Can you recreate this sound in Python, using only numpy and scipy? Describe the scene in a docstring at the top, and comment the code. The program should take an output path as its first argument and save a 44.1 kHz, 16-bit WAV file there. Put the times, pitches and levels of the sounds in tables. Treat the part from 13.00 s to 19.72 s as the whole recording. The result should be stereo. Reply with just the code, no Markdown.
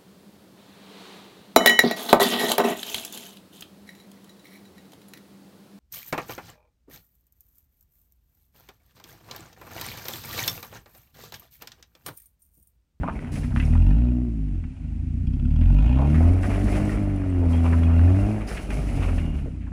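"""Truck climbing a rock ledge

A six-cylinder truck crawls up a rock ledge on a wooded trail, heard from close behind, then rolls back.
The exhaust, a sum of engine orders shaped by the pipe, swells from idle twice; filtered noise and ringing
modes add its rasp, chatter and pinging. On the long second push the tyres spin, grind on stone and spray
dirt, all as coloured random clicks. Stones crunch as noise bursts; knocks, ticks and brief squeaks ring as
decaying modes, the body thuds, the brakes rub and whine as the throttle closes, and steady noise forms
the forest."""
import sys
import numpy as np
from scipy import signal
from scipy.fft import rfft, irfft
from scipy.io import wavfile
from scipy.ndimage import uniform_filter1d

SR = 44100
rng = np.random.default_rng(int(sys.argv[2]) if len(sys.argv) > 2 else 0)


def put_to_file(sound):
    """Save the sound as 16-bit audio at rate SR, in the file named by the first command-line argument."""
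    columns = np.atleast_2d(sound).T  # one column per channel
    safe = np.clip(columns, -1, 1)
    whole_steps = np.round(safe * 32767)
    wavfile.write(sys.argv[1], SR, whole_steps.astype(np.int16))


N = 296352
TIME = np.arange(N) / SR  # s

# Spectrum of still air and leaves: frequency_hz, relative_level_db
FOREST_COLOUR = [(500, -7), (680, 7.5), (1000, -3), (1800, 0), (2600, 3), (3500, -7.5), (7000, -10),
                 (10400, -13.5), (12000, -45), (16000, -32.5)]
# Likeness of left and right: frequency_hz, correlation (no unit)
LEFT_RIGHT_LIKENESS = [(30, 0.95), (300, 0.95), (700, 0.94), (1400, 0.83), (2800, 0.64), (5000, 0.067),
                       (16000, 0.22)]
# Stones crunching under the wheels: start_s, level_db (before a common gain), centre_hz, length_s
STONE_CRUNCHES = [(0.088, -33, 950, 0.016), (0.355, -42, 1720, 0.023), (0.433, -45, 1490, 0.024),
                  (0.519, -47, 1190, 0.02), (0.563, -39.5, 1650, 0.022), (0.600, -39, 2400, 0.013),
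                  (0.627, -44, 2040, 0.015), (0.753, -41, 950, 0.014), (1.483, -59, 2000, 0.0064),
                  (1.6378, -51, 1570, 0.0074), (2.614, -47, 1780, 0.023), (2.969, -44, 720, 0.047),
                  (2.992, -33.5, 603, 0.075), (3.144, -40, 1610, 0.031), (3.207, -39.5, 666, 0.044),
                  (3.431, -37.5, 1660, 0.014), (3.504, -40, 1540, 0.032), (3.54, -39.5, 1680, 0.027),
                  (3.672, -41, 1410, 0.032), (3.724, -42.5, 2150, 0.066), (3.92, -43, 1460, 0.014),
                  (4.415, -33, 452, 0.047), (4.643, -35.5, 765, 0.042), (4.648, -47, 1980, 0.026),
                  (4.723, -36.5, 1200, 0.028), (4.83, -40, 1540, 0.011), (4.879, -41, 960, 0.069),
                  (5.408, -45, 1590, 0.024), (5.48, -45.5, 1730, 0.083), (5.568, -38.5, 2020, 0.026),
                  (5.703, -42.5, 1900, 0.032), (6.017, -40, 715, 0.044), (6.023, -41, 2020, 0.032),
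                  (6.086, -44, 1140, 0.018), (6.181, -43.5, 2070, 0.025), (6.384, -52, 2000, 0.025),
                  (6.456, -38.5, 370, 0.029), (6.604, -59, 2000, 0.054), (6.665, -52, 1070, 0.022)]
# Short ringing sounds: stone knocks, pebble ticks, brief squeaks near 3.3 kHz and the bright start of a hiss:
# start_s, peak_db, pitch_hz, decay_s
SHORT_RINGS = [(0.0335, -26, 1440, 0.0051), (0.0345, -20, 840, 0.0017), (0.042, -20.5, 1000, 0.0022),
               (0.078, -21, 1206, 0.0037), (0.0852, -15.5, 932, 0.003), (0.192, -30, 1990, 0.0013),
               (0.247, -32.5, 1950, 0.0011), (0.5623, -17, 1580, .0007), (0.5996, -22, 2150, 0.00077),
               (0.604, -26.5, 2640, 0.0058), (0.627, -30, 2090, 0.0011), (0.653, -40, 5400, .003),
               (0.7363, -30.5, 1930, 0.0018), (0.753, -34, 1200, 0.0014), (3.145, -25.5, 1700, 0.0015),
               (3.207, -20.5, 674, 0.0038), (3.433, -41, 7950, .002), (3.442, -25.5, 1540, .002),
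               (3.852, -42, 7800, .004), (3.894, -26.5, 1880, 0.006), (4.16, -46, 9900, 0.0032),
               (4.301, -48, 8300, 0.0032), (4.532, -38.5, 3210, 0.016), (4.576, -41, 3310, 0.007),
               (4.655, -38, 1300, 0.0019), (4.737, -26, 1310, 0.0062), (4.836, -39, 3300, 0.0071),
               (4.9945, -23.5, 1500, .001), (5.476, -36, 4900, 0.004), (5.49, -34, 5370, 0.0024),
               (5.575, -36, 2070, 0.0026), (6.025, -35, 1500, 0.0013)]
# Modes of each short ring: multiple of its pitch (no unit), relative_level_db
RING_MODES = [(.76, -1), (0.999, 3.5), (1.65, -15), (2.05, -12)]
# Axle and body thud as a wheel drops: start_s, peak_db, pitch_hz, decay_s
BODY_THUDS = [(3.48, -18.5, 225, 0.0058), (3.636, -18.5, 220, 0.0081), (3.655, -20, 65.4, 0.011),
              (5.722, -25, 48, 0.036), (5.782, -19, 147, 0.0082), (6.022, -30, 250, 0.0033)]
# A tyre rolls hard or spins on the rock: start_s, attack_s, length_s, grinding_db, spray_db, rumble_db
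TYRE_SLIPS = [(0, 0.012, 0.093, -46.5, -66.5, -29), (0.108, 0.025, .16, -46.5, -64, -41),
              (0.315, 0.0067, 0.063, -44, -48.5, -31), (0.547, .005, 0.15, -49, -55, -39),
              (2.884, 0.13, 3.37, -46.5, -62.5, -35), (3.037, 0.08, 0.44, -44, -57.5, -30),
              (3.419, 0.0072, .02, -37, -49.5, -27.5), (3.487, 0.015, 0.44, -38.5, -52, -31),
              (3.66, 0.061, 0.1, -40, -48, -37), (4.484, 0.031, 0.059, -38.5, -52.5, -52),
              (4.602, 0.031, 0.17, -39, -54.5, -53), (4.776, 1, 0.55, -47, -49, -38),
              (5.463, 0.025, 0.012, -39, -43, -56), (5.526, 0.036, 0.04, -51, -49.5, -49),
              (5.691, 0.015, 0.085, -41.5, -49, -35), (5.847, 0.045, 0.24, -41, -52.5, -44),
              (6.102, 0.052, 0.094, -57, -56.5, -34), (6.335, 0.0079, 0.051, -48, -60.5, -30.5)]
# Spectrum of tread grinding on rock: frequency_hz, relative_level_db
GRIND_COLOUR = [(200, -36.5), (390, 12.5), (470, 6), (700, 4.5), (1000, -4), (1300, -2.5), (1700, -6.5),
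                (2300, -2.5), (2850, -9), (3600, -23.5), (6000, -40), (12000, -46.5)]
# Spectrum of flying dirt: frequency_hz, relative_level_db
SPRAY_COLOUR = [(1500, -17.5), (3300, -3), (4400, 1), (5400, 3), (7000, -0.5), (9000, 0), (10400, 3.5),
                (11400, -10), (13000, -14.5), (15000, -7), (16000, -33)]
# Spectrum of tread and chassis rumble: frequency_hz, relative_level_db
RUMBLE_COLOUR = [(15, -14), (30, 0.5), (50, 7.5), (80, -0.5), (110, -7.5), (150, -5), (185, -3.5),
                 (220, -6), (265, -10.5), (290, -1.5), (325, -12.5), (400, -32), (480, -32.5), (900, -78)]
# Spectrum of ticking under load: frequency_hz, relative_level_db
PING_COLOUR = [(1800, -28), (2500, 1), (3350, -1), (3800, -24), (5100, -9), (6500, -32)]
# Metallic modes of the engine chatter: frequency_hz, relative_level_db, t60_s
CHATTER_MODES = [(618, 1.5, 0.036), (800, 2, 0.022), (944, -3, 0.024), (1413, 0, 0.015), (1790, -9, 0.018),
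                 (2190, -10, 0.025), (2493, -2.5, 0.021), (2733, -6, 0.032), (3130, -20, 0.02),
                 (3750, -25, 0.0072), (5150, -25, 0.018)]
# Level of the chatter, strongest as the engine pulls up from idle: time_s, level_db
CHATTER_LEVEL = [(0, -60), (.55, -49.5), (.9, -45), (1.1, -53), (1.35, -74.5), (1.8, -59), (2.15, -69),
                 (2.5, -52.5), (2.85, -38.5), (3.1, -46.5), (3.45, -58), (4.25, -55), (5.1, -46.5),
                 (5.5, -55), (6.3, -56), (6.55, -72)]
# Spectrum of gas rushing from the tailpipe: frequency_hz, relative_level_db
RASP_COLOUR = [(150, -31), (300, 7), (400, 5.5), (490, -2.5), (580, 5), (690, 3.5), (830, -5.5),
               (1000, -12), (1220, -10), (1450, -14.5), (2000, -13.5), (4000, -49)]
# Engine speed, three firings a revolution: time_s, firing_rate_hz
ENGINE_SPEED = [(0, 32), (.43, 29.1), (.88, 46.3), (1.02, 60.6), (1.22, 61.6), (1.6, 42.4), (1.81, 25.3),
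                (2.2, 29.5), (2.5, 36.1), (2.8, 50.2), (2.9, 61.3), (3.32, 89.6), (3.6, 98), (3.92, 103.5),
                (4.2, 95.7), (4.5, 83.6), (4.99, 83.3), (5.32, 106.8), (5.8, 101), (6.3, 77), (6.55, 59),
                (6.72, 54)]
# Loudness of the exhaust: time_s, level_db (before a common gain)
EXHAUST_LOUDNESS = [(0.0, -24.5), (0.03, -36.5), (0.22, -33.5), (0.78, -13), (0.88, -12.5), (1.31, -24.3),
                    (1.58, -24), (1.76, -37.5), (1.87, -27.5), (2.41, -20.5), (2.71, -11), (3.01, -17),
                    (3.29, -12.5), (3.42, -21.5), (3.52, -20), (4.25, -23), (4.45, -16.5), (4.9, -15),
                    (5.05, -11.5), (5.33, -22), (5.5, -34.5), (5.67, -35), (5.73, -22.5), (6.2, -20.5),
                    (6.53, -30.5), (6.72, -31)]
# Response of the exhaust pipe and muffler: frequency_hz, gain_db
PIPE_RESPONSE = [(25.0, -7.5), (36.0, 3.5), (48.0, 10), (66.0, 0.5), (86.0, 4.5), (104.0, -11.5),
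                 (155.0, -6), (178.0, -24), (212.0, -17.5), (250.0, -12.5), (305.0, -29.5), (335.0, -33.5),
                 (368, -34.5), (405, -61), (490, -64), (560, -70.5), (630, -63), (760, -74)]
# Sharpness of the exhaust pulses, as the tilt of their orders: time_s, tilt_db_per_octave
PULSE_SHARPNESS = [(0, 10), (.45, 4.5), (.9, 3), (1.0, 4), (1.22, 7.5), (1.6, 3.5), (2.85, 2), (3.15, 6.5),
                   (3.45, 0.5), (3.7, 6), (4.4, 7), (5.03, 2.5), (5.3, 4.5), (5.5, 4.5), (6.72, 3.5)]
# Imbalance of the two cylinder banks, a lope on every second firing: time_s, level_db
BANK_LOPE = [(0, -16), (.8, -27.5), (1.4, -34), (2.3, -18), (3.0, -14.5), (3.5, -19), (4.15, -17),
             (4.6, -24), (5.38, -24.5), (5.5, -6.5), (6.72, -2.5)]

MID_RATE, MID_DB = 60, -20  # an ordinary speed (firings per s) and exhaust loudness (dB)
SHUT_S, SHUT_FADE_S = 5.4, 0.077  # the throttle closes and the engine coasts from here on
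SLIP_RELEASE_S = 0.098
EDGE_HZ = 15800  # upper limit of the band


def amp(db):
    """Level definition: decibels to an amplitude gain."""
    return 10 ** (np.asarray(db) / 20)


def evened(x):
    """Power normalization: scales to rms 1."""
    return x / np.sqrt(np.mean(x ** 2) + 1e-20)


def curves(rows, t=TIME):
    """Linear interpolation: the columns of a table, joined by straight lines in time."""
    s, *columns = np.transpose(rows)
    return [np.interp(t, s, c) for c in columns]


def read(points, hz):
    """Logarithmic frequency scale: a spectrum, joined by straight lines over log frequency."""
    f, value = np.transpose(points)
    return np.interp(np.log(hz + 1), np.log(f + 1), value)


def add(mix, s, sound):
    """Superposition: mixes a sound in at time s."""
    part = mix[:, max(round(s * SR), 0):][:, :sound.shape[1]]
    part += sound[:, :part.shape[1]]


def wander(hz, size=N, rate=SR):
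    """Low-passed random process: a slow fluctuation of rms 1, mostly below hz."""
    lowpass = 1 / (1 + (np.fft.rfftfreq(size, 1 / rate) / hz) ** 4)
    return evened(irfft(rfft(rng.standard_normal(size)) * lowpass, size))


def causal(points):
    """Minimum phase: frequencies and complex log gain of the causal filter with this spectrum."""
    hz = abs(np.fft.fftfreq(16384, 1 / SR))
    log_gain = signal.hilbert(np.log(amp(read(points, hz)))).conj()
    half = len(hz) // 2 + 1
    return hz[:half], log_gain[:half]


def coloured(x, points):
    """Linear filtering: two channels through a causal filter, rms 1."""
    response = irfft(np.exp(causal(points)[1]))[None, :SR // 8]
    return evened(signal.oaconvolve(x, response, axes=1)[:, :N])


def spread(pair):
    """Interaural coherence: a centre and a diffuse signal become left and right, alike in the bass."""
    same = np.clip(read(LEFT_RIGHT_LIKENESS, np.fft.rfftfreq(N, 1 / SR)), -1, 1)
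    mid, side = irfft(rfft(pair) * np.sqrt([(1 + same) / 2, (1 - same) / 2]), N)
    return np.array([mid + side, mid - side])


def grains(per_s, spread_db):
    """Shot noise: random clicks, mostly small and a few large."""
    size = amp(spread_db * np.minimum(rng.exponential(1, (2, N)), 4))
    sign = rng.choice([-1, 1], (2, N))
    return evened(size * sign * (rng.random((2, N)) < per_s / SR))


def patchy(x, depth_db):
    """Time-frequency modulation: clumps a few hundred Hz wide and tens of ms long; the bass stays even."""
    hz, _, z = signal.stft(x, SR, nperseg=512)
    patches = uniform_filter1d(rng.standard_normal(z.shape[1:]), size=4, axis=0)
    patches = uniform_filter1d(patches, size=5, axis=1)
    depth = depth_db * np.minimum(hz / 1000, 1)[:, None]
    return evened(signal.istft(z * amp(depth * evened(patches)), nperseg=512)[1][:, :N])


def follow(db, octave_db=0, pull_db=0, swell_db=0, coast_db=0):
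    """Load dependence: a level in dB that follows engine speed, acceleration, loudness and coasting."""
    octaves = np.log2(curves(ENGINE_SPEED)[0] / MID_RATE)
    pull = uniform_filter1d(np.gradient(octaves) * SR, size=SR // 6)  # octaves per s
    swell = (curves(EXHAUST_LOUDNESS)[0] - MID_DB) / 10  # steps of 10 dB
    coast = np.clip((TIME - SHUT_S) / SHUT_FADE_S, 0, 1)
    return db + octave_db * octaves + pull_db * pull + swell_db * swell + coast_db * coast


def firings(turns):
    """Periodic excitation: the number of the current firing, and one click as each starts."""
    number = np.floor(turns - np.floor(turns[0])).astype(int)
    # the height keeps the power of the clicks equal at every speed
    return number, np.diff(number, prepend=0) * np.sqrt(SR / curves(ENGINE_SPEED)[0])


def bursts(turns, burst_s, weak_bank_db, lead_s=0.0059):
    """Impulsive modulation: a short swell at every firing; at low speed one bank hits harder."""
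    rate, = curves(ENGINE_SPEED)
    turns = turns + lead_s * rate
    number, _ = firings(turns)
    age = turns % 1 / rate / burst_s
    size = amp(weak_bank_db * (number % 2) * MID_RATE / rate)
    return size * age * np.exp(1 - age)


def forest():
    """Ambient noise: still air and leaves make a steady, coloured random signal."""
    return amp(-62.5) * coloured(rng.standard_normal((2, N)), FOREST_COLOUR)


def brakes():
    """Friction: pads rub faintly on the discs as the truck is held, and briefly whine in a resonance."""
    rub_db, rub_hz, stage_width_hz = -58, 2850, 600
    start_s, stop_s, fade_s = 5.4, 6.3, .17
    whine_db, whine_hz, whine_s, whine_length_s = -54, 2835, 6.2, 0.18
    b, a = signal.iirpeak(rub_hz, rub_hz / stage_width_hz, fs=SR)
    once = signal.lfilter(b, a, rng.standard_normal((2, N)))
    rub = evened(signal.lfilter(b, a, once))
    fade_in = np.clip((TIME - start_s) / fade_s, 0, 1)
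    fade_out = np.clip((stop_s - TIME) / fade_s + 1, 0, 1)
    out = amp(rub_db) * rub * fade_in * fade_out
    pitch_hz = whine_hz * (1 + .012 * wander(90))
    whine = np.sin(2 * np.pi * np.cumsum(pitch_hz) / SR) * (1 + .4 * wander(40))
    out[0] += amp(whine_db) * whine * np.exp(-((TIME - whine_s) / whine_length_s) ** 2)
    return out


def short_rings(echo_db=-8, echo_s=0.02):
    """Modal decay: knocks, ticks, brief squeaks and a hiss onset ring and die; the rocks scatter them back."""
    out, t = np.zeros((2, N)), TIME[:SR // 8]
    rise_cycles = .3
    for s, db, hz, decay in SHORT_RINGS:
        ring = np.zeros(len(t))
        for k, mode_db in RING_MODES:
            mode = amp(mode_db) * np.sin(2 * np.pi * k * hz * t) * np.exp(-k * t / decay)
            ring += mode / (1 + (k * hz > 3000) * abs(k - 1) * 10)  # side modes are weak in the treble
        ring *= 1 - np.exp(-(hz * t / rise_cycles) ** 2)
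        paths = rng.standard_normal((2, len(t))) * np.sqrt(t) * np.exp(-t / echo_s)
        paths *= amp(echo_db) / np.linalg.norm(paths[0])
        paths[0, 0] += 1  # the direct sound, in the centre
        add(out, s, amp(db) * signal.fftconvolve(paths, ring[None] / abs(ring).max(), axes=1))
    return out


def stones(gain_db=1.5, octaves=0.67, tail_db=-23):
    """Granular contact: a stone grinds against its neighbours in a burst of band-limited chips."""
    out, t = np.zeros((2, N)), TIME[:SR // 5]
    top_hz, chips_per_s, chip_db = 2900, 1100, 3
    rise_s, dust, tail_s = .0007, .07, .1  # dust is the noise floor between chips
    for s, db, hz, length in STONE_CRUNCHES:
        sign = rng.choice([-1, 1], (2, len(t)))
        chips = sign * (dust + (rng.random((2, len(t))) < chips_per_s / SR))
        chips = chips * amp(chip_db * rng.standard_normal(chips.shape))
        edges = [hz / 2 ** octaves, min(hz * 2 ** octaves, top_hz)]
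        band = signal.butter(3, edges, "bandpass", fs=SR, output="sos")
        crunch = evened(signal.sosfilt(band, chips))
        fade = np.exp(-(t / max(length, .002)) ** 2)
        fade += amp(tail_db) * np.exp(-t / tail_s)  # the ledge returns a short tail
        add(out, s, amp(db + gain_db) * crunch * fade * (1 - np.exp(-t / rise_s)))
    return out


def thuds():
    """Damped resonance: a soft blow swells a low panel mode, which dies within a few cycles."""
    out, t = np.zeros((2, N)), TIME[:SR // 4]
    for s, db, hz, decay in BODY_THUDS:
        swell = t / decay * np.exp(1 - t / decay)
        add(out, s, (amp(db) * swell * np.sin(2 * np.pi * hz * t))[None])
    return out


def slips():
    """Stick and slip: gains of grinding, spray and rumble build, hold, and die as the tread grips again."""
    power = np.zeros((3, N))
    for s, attack, length, grind_db, spray_db, rumble_db in TYRE_SLIPS:
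        t = np.maximum(TIME - s, 0)
        build = np.minimum(t / max(attack, .002), 1)
        release = np.exp(-np.maximum(t - length, 0) / SLIP_RELEASE_S)
        power += (amp([[grind_db], [spray_db], [rumble_db]]) * build * release) ** 2
    return np.sqrt(power)


def tyres(clump_db=1.5, spray_clump_db=1, lump_db=-0.5):
    """Frictional impacts: tread catches and slips; grit cracks in clumps, dirt sprays, the chassis rumbles."""
    slip_grind, slip_spray, slip_rumble = slips()
    # powers of slipping and of rolling add
    grinding = np.hypot(slip_grind, amp(follow(db=-63.5, octave_db=1.5, swell_db=3)))
    spraying = np.hypot(slip_spray, amp(follow(db=-73.5, swell_db=9.0)))
    rolling_rumble = amp(follow(db=-35.5, octave_db=-1.0, swell_db=6.5, coast_db=3.5))
    rumbling = np.hypot(slip_rumble, rolling_rumble)
    grit = patchy(coloured(grains(per_s=3500, spread_db=3.2), GRIND_COLOUR), depth_db=2.3)
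    grind = grit * grinding * amp(clump_db * wander(40))
    dirt = coloured(grains(per_s=5400, spread_db=0.5), SPRAY_COLOUR)
    spray = dirt * spraying * amp(spray_clump_db * wander(29))
    lumps = coloured(grains(per_s=1100, spread_db=2.5), RUMBLE_COLOUR)
    rumble = lumps * rumbling * amp(lump_db * wander(2.6))
    return grind + spray + rumble


def pinging(turns, db=-54, start_s=2.25, stop_s=2.64):
    """Gated noise: lugging up from idle, one bank ticks brightly on every second firing."""
    swell = bursts(turns, burst_s=.005, weak_bank_db=-12)
    ticks = swell * coloured(rng.standard_normal((2, N)), PING_COLOUR)
    return amp(db) * ticks * (TIME > start_s) * (TIME < stop_s)


def chatter(turns, low_hz=550):
    """Forced modal vibration: firings shake the exhaust metal in short rattles; gas stirs it in between."""
    t = TIME[:SR // 20]
    steady, burst_s = .27, .0025
    ring = sum(amp(db - 60 * t / t60) * np.sin(2 * np.pi * hz * t) for hz, db, t60 in CHATTER_MODES)
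    ring = signal.sosfilt(signal.butter(10, low_hz, "highpass", fs=SR, output="sos"), ring)
    jolts = patchy(rng.standard_normal((2, N)), depth_db=3)  # varies the colour of the rattles
    shake = (steady + bursts(turns, burst_s, weak_bank_db=-3.5)) * jolts
    rattle = evened(signal.oaconvolve(shake, ring[None], axes=1)[:, :N])
    return rattle * amp(curves(CHATTER_LEVEL)[0])


def rasp(turns, puff=1.0, steady=0.86, weak_bank_db=-6):
    """Jet noise: each firing leaves the pipe as a sharp front and a puff of turbulent gas."""
    number, clicks = firings(turns)
    front_share, scatter_db = 1.15, 1.2
    scatter = scatter_db * rng.standard_normal(N // 100)[number]
    fronts = clicks * amp(weak_bank_db * (number % 2) + scatter)
    # puff is the decay in firing periods
    puffs = evened((steady + np.exp(-(turns % 1) / puff)) * rng.standard_normal((2, N)))
    puffs[0] += front_share * evened(fronts)  # the fronts go to the centre signal only
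    gusts = patchy(coloured(puffs, RASP_COLOUR), depth_db=2.5)
    return gusts * amp(follow(db=-53.0, octave_db=19, pull_db=2.5, swell_db=3.5, coast_db=-3.5))


def exhaust(turns, gain_db=-1.0, flutter=0.045, growl_db=8, growl_hz=255, growl_rate=62):
    """Fourier series: firing pulses as engine orders through the pipe; uneven cylinders add lines between."""
    step, rough_db, half_flutter = 12, 3.5, .4  # computed at every 12th sample
    t, turns = TIME[::step], turns[::step]
    rate, = curves(ENGINE_SPEED, t)
    sharp_db, = curves(PULSE_SHARPNESS, t)
    bank_db, = curves(BANK_LOPE, t)
    # differences between single cylinders
    uneven_db = follow(db=-30, octave_db=-3.0, swell_db=-2.0, coast_db=8)[::step]
    hz, pipe = causal(PIPE_RESPONSE)
    out, power = np.zeros((2, len(t)))
    for sixth in range(2, 73):  # the pattern repeats every six firings
        order = sixth / 6
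        order_hz = order * rate
        tilt = amp(sharp_db * np.log2(max(order, 1)))
        gain = np.exp(np.interp(order_hz, hz, pipe)) * tilt * (order_hz < 1000)
        upper = np.clip((order_hz / growl_hz - 1) * 10, 0, 1)
        # at speed the fronts steepen and growl past the muffler
        gain = gain * amp(growl_db * upper * np.log2(rate / growl_rate))
        if order > 3:  # the upper orders falter irregularly
            gain = gain * amp(rough_db * upper * wander(8.2, len(t), SR / step))
        if sixth % 3:  # lines of single cylinders
            phase = np.exp(2j * np.pi * rng.random())
            gain = gain * amp(uneven_db + 5.74 * np.log2(order)) * phase
        elif sixth % 6:  # half orders of the unequal banks
            gain = gain * amp(bank_db) * (1 + half_flutter * wander(12.8, len(t), SR / step))
        out -= (gain * np.exp(2j * np.pi * order * turns)).real
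        power += abs(gain) ** 2 / 2
    level = amp(curves(EXHAUST_LOUDNESS, t)[0] + gain_db) / np.sqrt(power)
    out *= level * (1 + flutter * wander(33, len(t), SR / step))
    return signal.resample_poly(out, step, 1)[:N]


def scene():
    """Superposition of sources: engine, tyres and stones over the quiet of the forest."""
    turns = np.cumsum(curves(ENGINE_SPEED)[0]) / SR + .38  # firing cycles
    ground = forest() + brakes() + short_rings() + stones() + tyres()
    engine_noise = pinging(turns) + chatter(turns) + rasp(turns)
    return spread(ground + engine_noise) + thuds() + exhaust(turns)


def record(dry):
    """Band limitation: a linear-phase low-pass filter removes the highest treble."""
    lowpass = signal.firwin(511, EDGE_HZ, window=("kaiser", 9), fs=SR)
    return signal.oaconvolve(dry, lowpass[None], "same")


dry = scene()
out = record(dry)
put_to_file(out)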